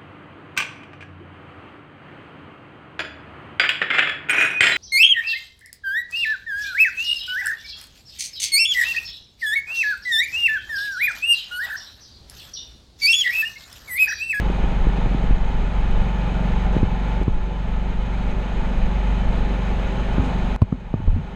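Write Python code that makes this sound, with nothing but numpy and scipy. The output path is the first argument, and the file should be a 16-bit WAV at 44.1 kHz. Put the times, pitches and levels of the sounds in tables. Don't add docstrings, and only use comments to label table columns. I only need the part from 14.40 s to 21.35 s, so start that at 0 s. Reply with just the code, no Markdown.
import sys
import numpy as np
from scipy import signal
from scipy.io import wavfile
from scipy.ndimage import uniform_filter1d

SR = 44100
rng = np.random.default_rng(int(sys.argv[2]) if len(sys.argv) > 2 else 0)


def wrap_up_sound(samples):
    columns = np.atleast_2d(samples).T
    tamed = np.clip(columns, -1, 1)
    steps = np.round(tamed * 32767).astype(np.int16)
    wavfile.write(sys.argv[1], SR, steps)


def rack_gain(trim_db):
    fader = np.asarray(trim_db, float)
    return 10 ** (fader / 20)


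N = 306495


def in_time(rows):
    s, *columns = np.transpose(rows)
    return [np.interp(np.arange(N) / SR, s, c) for c in columns]


def rms_one(x):
    return x / np.sqrt(np.mean(x ** 2) + 1e-20)


def band_pass(x, order, edges_hz):
    return signal.sosfilt(signal.butter(order, edges_hz, "band", fs=SR, output="sos"), x)


def drift(rate_hz):
    r = np.exp(-80 * np.pi * rate_hz / SR)
    draws = rng.standard_normal(N // 40 + 2002)
    slow = signal.lfilter([1], [1, -2 * r, r * r], draws)[2000:]
    return np.interp(np.arange(N) / 40, np.arange(len(slow)), rms_one(slow))


def ring(clicks, hz, t60):
    r, w = rack_gain(-60 / (t60 * SR)), 2 * np.pi * hz / SR
    return signal.lfilter([0, np.sin(w)], [1, -2 * r * np.cos(w), r * r], clicks + 1e-18)


def resonance(x, hz, width):
    r = np.exp(-np.pi * width / SR)
    poles = [1, -2 * r * np.cos(2 * np.pi * hz / SR), r * r]
    return signal.lfilter(np.array([1, 0, -1]) * (1 - r * r) / 2, poles, x)


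def add(track, at_s, sound):
    i = round(at_s * SR)
    track[i:i + len(sound)] += sound[:N - i]


# multiple of the firing rate, level in dB, start in turns.
SHAKE_ORDERS = [(1, -39, 0.14), (2, -16, 0.862), (3, -29.5, 0.43), (4, -29.5, 0.74)]
# time in seconds, gain in dB.
FRAME_UPTAKE = [(0, -0.5), (.3, -5.5), (.9, -2), (1.5, 1), (2.45, -2), (3.7, 2), (4.2, -2), (4.6, 2.5),
                (5.6, -2.5), (6.95, -5)]
# pitch in Hz, level in dB, t60 in seconds,
# delay in cycles.
ENGINE_MODES = [(117.4, -21, 0.064, 0.491), (165.3, -29, 0.17, .5), (188, -24.5, .16, .5),
                (241.5, -27, 0.15, 0.47), (384, -39, 0.39, .12),
                (852, -35, .13, .1)]


def engine(cycles, load_db):
    shake = 0
    for order, db, turn in SHAKE_ORDERS:
        shake = shake + rack_gain(db + drift(0.8)) * np.sin(2 * np.pi * (order * cycles + turn))
    out = rack_gain(in_time(FRAME_UPTAKE)[0]) * shake
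    for hz, db, t60, late in ENGINE_MODES:
        jitter = 0.005 * drift(15)
        fired = np.diff(np.floor(cycles - late + jitter), prepend=0) > 0
        pulses = fired * rack_gain(1.4 * rng.standard_normal(N))
        out = out + rack_gain(db + load_db + 1.27 * drift(3.3)) * ring(pulses, hz, t60)
    return out


# time in seconds, teeth per second.
TOOTH_RATE = [(0, 132.2), (.75, 131.4), (1.1, 128.9), (2.2, 126.3), (3.4, 126.3), (4.5, 128.6),
              (5.2, 130.1), (5.65, 132.5), (6.05, 129.5), (6.95, 129.2)]
# multiple of the tooth rate, level in dB.
MESH_HARMONICS = [(3, -1), (4, -2), (5, -4), (6, -4), (7, -2.5), (8, -4), (11, -9), (19, -16), (23, -18)]
# time in seconds, level in dB.
TOOTH_TORQUE = [(0, 0.5), (1.2, -3.5), (2.3, 4.5), (3.3, -1.5), (4, -2.5), (5.5, 2), (6.2, -1), (6.95, 0)]


def gear():
    turns = np.cumsum(in_time(TOOTH_RATE)[0] * (1 + 0.001 * drift(6))) / SR
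    lines = 0
    for k, db in MESH_HARMONICS:
        lines = lines + rack_gain(db + 3.0 * drift(3) - 2.5) * np.sin(2 * np.pi * k * turns)
    lines = lines + rack_gain(7) * resonance(lines, 865, 70)
    return rack_gain(-43.5 + in_time(TOOTH_TORQUE)[0]) * lines


# frequency in Hz, density in dB per Hz.
ROAR_SPECTRUM = [(55, -8), (98, -12), (190, -19.5), (323, -26), (420, -20), (740, -23.5), (1200, -29),
                 (2480, -34.5), (4000, -40), (4800, -60.5), (5700, -58.5), (8000, -57), (9800, -72.5),
                 (14000, -56.5)]
# pitch in Hz, width in Hz, level in dB.
CASE_RESONANCES = [(839.5, 47, 1.5), (6510, 520, 4.5), (11240, 260, -2.5),
                   (1290, 40, -4), (1435, 35, -1), (1755, 45, -1), (2140, 50, -4), (2300, 60, -3),
               (2510, 80, -1), (3015, 45, 0)]


def roar(cycles, firing):
    level_db, db_per_firing = -29, 3.5
    out, together, edges = 0, drift(9), 50 * 2 ** np.arange(0, 8.3, 1 / 3)
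    white = rng.standard_normal((2, N))
    at_hz, density_db = np.transpose(ROAR_SPECTRUM)
    breath_db = 0.51 * np.cos(2 * np.pi * (cycles - 0.25))
    for k, (low, high) in enumerate(zip(edges, edges[1:])):
        band = band_pass(white[k % 2], 2, [low, high])
        colour_db = np.interp(np.log(low * high) / 2, np.log(at_hz), density_db)
        flicker_db = 0.45 * together + 0.38 * drift(7.4)
        out = out + band * rack_gain(colour_db + flicker_db + breath_db)
    out = out + sum(rack_gain(db) * resonance(out, hz, width) for hz, width, db in CASE_RESONANCES)
    return rack_gain(level_db + db_per_firing * (firing - firing.mean())) * rms_one(out)


# time in seconds, springs level in dB, frame level in dB.
GROUND_BUMPS = [(0.0, -23, -31), (.25, -21.5, -45), (.44, -21, -18.5), (.66, -35, -22), (.93, -13, -25),
                (1.11, -19, -34), (1.25, -40, -21.5), (1.47, -27, -23), (1.55, -14.5, -33),
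                (2.08, -24, -37), (2.3, -29, -31), (2.48, -30, -16.5), (2.94, -12, -21), (3.36, -17, -31),
                (3.56, -19.5, -24), (3.88, -18.5, -36), (4.0, -36, -29), (4.22, -19.5, -22),
                (4.41, -15, -35), (4.93, -13, -34), (5.4, -30, -36), (5.62, -31, -32), (6.04, -28, -39),
                (6.55, -38, -19.5)]
# springs in seconds, frame in seconds.
SWELL_HALF_S = (0.087, 0.078)
# springs in dB, frame in dB.
TURF_LEVEL_DB = (-32.5, -34)


def bumps():
    out, t = 0, np.arange(N) / SR
    at_s, *levels_db = np.transpose(GROUND_BUMPS)
    bands_hz = [(13, 22.5), (24, 38.4)]
    for edges_hz, dbs, half, turf_db in zip(bands_hz, levels_db, SWELL_HALF_S, TURF_LEVEL_DB):
        deep = band_pass(rng.standard_normal(N + SR), 2, edges_hz)[SR:]
        even = deep / np.sqrt(uniform_filter1d(deep ** 2, size=8000) + 1e-12)
        swell = rack_gain(turf_db)
        for s, db in zip(at_s, dbs):
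            swell = swell + rack_gain(db) * np.exp(-((t - s) / half) ** 2)
        out = out + swell * even
    return out


def blow(t, push_db, contact_ms, swing_db, hz, tick_db):
    contact = contact_ms / 1000
    push = -np.sin(np.pi * np.minimum(t / contact, 1)) ** 2
    later = np.maximum(t - 0.723 * contact, 0)
    swing = np.sin(2 * np.pi * hz * later) * rack_gain(-60 * later * hz / 4.56)
    lid = np.sin(2 * np.pi * 215 * later) * rack_gain(-60 * later / 0.087)
    swing = (swing + rack_gain(-19.5) * lid) * np.minimum(later / 0.001, 1)
    rough = 1 + 0.4 * rng.standard_normal(len(t))
    scrape = rough * np.sin(np.pi * np.minimum(t / 0.0007, 1))
    shell_hz = 800 + 2.7 * hz
    tick = -ring(scrape, shell_hz, 0.022) - rack_gain(-6) * ring(scrape, 640, 0.018)
    return rack_gain(push_db) * push + rack_gain(swing_db) * swing + rack_gain(tick_db - 19) * tick


# time in seconds, contact level in dB, swing level in dB,
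# swing pitch in Hz.
HOLDER_RATTLES = [(0.064, -23, -20, 200), (0.101, -10, -27, 110), (0.241, -14, -18, 160),
                  (.47, -7.5, -18, 124), (.587, -13.5, -29, 159), (0.66, -13, -13, 135),
                  (.748, -10.5, -12, 162), (0.841, -17, -22, 150), (.909, -10, -14, 104),
                  (1.754, -28, -24, 270), (1.797, -29, -28, 270), (2.367, -3.5, -13.5, 116),
                  (2.4313, -4, -4.5, 80), (2.815, -12.5, -34, 220), (2.825, -29, -17, 188),
                  (2.881, -6.5, -6, 93), (2.967, -30, -22, 201), (3.15, -31, -35, 119),
                  (5.322, -30, -16, 102), (5.783, -7, -15, 189)]
# time in seconds, contact level in dB, contact in ms,
# swing level in dB, swing pitch in Hz.
HAND_KNOCKS = [
    (6.2205, -5, 4.5, 2, 92.6),
    (6.325, -15.5, 4, -4.5, 165),
    (6.5404, -11.5, 1.5, -6, 142),
    (6.603, -15, 3.8, -20, 101),
    (6.68, -41, 3, -9.5, 101),
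    (6.769, -36, 2.9, -26, 202),
]
# start in seconds, level in dB, pitch in Hz, decay in seconds.
MOUNT_LURCHES = [(0.238, -12, 40.8, 0.05), (0.472, -14.5, 40, 0.12), (.909, -13, 39.3, 0.07),
                 (2.43, -14, 33.4, 0.18), (2.88, -18, 35.5, 0.21), (5.788, -24, 263, 0.18),
                 (5.794, -6.5, 73, 0.028), (6.33, -27, 252, 0.073), (6.339, -25, 60, 0.056),
                 (6.548, -24, 97.5, 0.56), (6.673, -8.5, 31.8, 0.19), (6.6759, -9.5, 80, 0.048),
                 (6.73, -17, 87, 0.19), (6.762, -21, 224.4, 0.064), (6.786, -21, 147, 0.073)]


def knocks():
    out, t = np.zeros(N), np.arange(SR // 4) / SR
    blows = [(s, push_db, 2.55, swing_db, hz) for s, push_db, swing_db, hz in HOLDER_RATTLES]
    blows += [tuple(row) for row in HAND_KNOCKS]
    for s, push_db, contact_ms, swing_db, hz in blows:
        sound = blow(t, push_db, contact_ms, swing_db, hz, tick_db=swing_db - 23)
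        add(out, s - contact_ms / 2000, sound)
    for s, db, hz, t60 in MOUNT_LURCHES:
        fade = rack_gain(db - 60 * (t / t60) ** 2) * np.minimum(t / 0.0015, 1)
        add(out, s, fade * np.sin(2 * np.pi * hz * t))
    return signal.sosfilt(signal.butter(2, 2500, fs=SR, output="sos"), out)


# start in seconds, level in dB, t60 in seconds.
BRIGHT_CRACKS = [
    (.002, -33, .004),
    (5.473, -36, .006),
    (6.2185, -27, .012),
]
# lower edge in Hz, upper edge in Hz.
CRACK_BAND_HZ = (1500, 3500)


def cracks():
    out, t = np.zeros(N), np.arange(SR // 50) / SR
    for s, db, t60 in BRIGHT_CRACKS:
        add(out, s, rack_gain(db - 60 * t / t60) * rng.standard_normal(len(t)))
    return band_pass(out, 1, CRACK_BAND_HZ)


# centre in seconds, half length in seconds, level in dB.
CLOTH_BRUSH = (5.855, .025, -55)


def rustle():
    s, half, db = CLOTH_BRUSH
    hiss = band_pass(rng.standard_normal(N), 2, [4200, 8200])
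    return rack_gain(db) * rms_one(hiss) * np.exp(-((np.arange(N) / SR - s) / half) ** 2)


# time in seconds, sudden change in dB.
GAIN_DUCKS = [
    (0.876, -1.5),
    (2.387, -2),
    (2.836, -5.5),
    (6.163, -17),
    (6.228, 2),
]


def gain_control():
    t, recover_s = np.arange(N) / SR, 1.56
    gain_db = 0
    for s, db in GAIN_DUCKS:
        gain_db = gain_db + db * (t >= s) * np.exp(-np.maximum(t - s, 0) / recover_s)
    return uniform_filter1d(rack_gain(gain_db), size=9)


# start in seconds, level in dB.
GAIN_CLICKS = [(2.387, -40), (2.8342, -30), (6.162, -24), (6.2262, -30)]


def step_clicks():
    out, t = np.zeros(N), np.arange(SR // 100) / SR
    for s, db in GAIN_CLICKS:
        add(out, s, rack_gain(db) * np.exp(-t / 0.0004))
    return out


def starved(x):
    hz, _, spec = signal.stft(x, SR, nperseg=512)
    chance = rms_one(uniform_filter1d(rng.standard_normal(spec.shape[-2:]), size=7, axis=1))
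    threshold = np.interp(hz, [4000, 6000, 8000, 10000, 12000, 13800], [3.5, 2.0, 1.1, 0.3, 0.5, -0.8])
    kept = spec * (chance < threshold[:, None])
    return signal.istft(kept, SR, nperseg=512)[1][..., :N]


# time in seconds, firings per second.
ENGINE_SPEED = [(0, 23.12), (1.4, 23.17), (2.1, 23.25), (2.8, 23.42), (4.0, 23.63), (5.6, 23.78),
                (6.0, 23.6), (6.3, 23.4), (6.95, 23.45)]
# time in seconds, level in dB.
ENGINE_LOAD = [(0, -0.5), (.7, -0.5), (2.1, 2), (2.8, 1.5), (4.2, 1), (4.9, 1.5), (5.6, 0.5), (6.95, 2)]


def scene():
    firing, load_db = in_time(ENGINE_SPEED)[0], in_time(ENGINE_LOAD)[0]
    cycles = np.cumsum(firing) / SR
    drive = engine(cycles, load_db) + gear() + roar(cycles, firing)
    blows = (knocks() + cracks()) / gain_control()
    return (drive + bumps() + blows + rustle())[None]


def band_limit(x):
    return signal.sosfilt(signal.butter(12, 13950, fs=SR, output="sos"), x)


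def record(dry):
    bass_cut = signal.sosfilt(signal.butter(1, 9, "high", fs=SR, output="sos"), dry)
    heard = bass_cut * gain_control() + step_clicks()
    limited = 1.2 * np.tanh(heard / 1.2)
    return band_limit(starved(limited))


dry = scene()
out = record(dry)
wrap_up_sound(out)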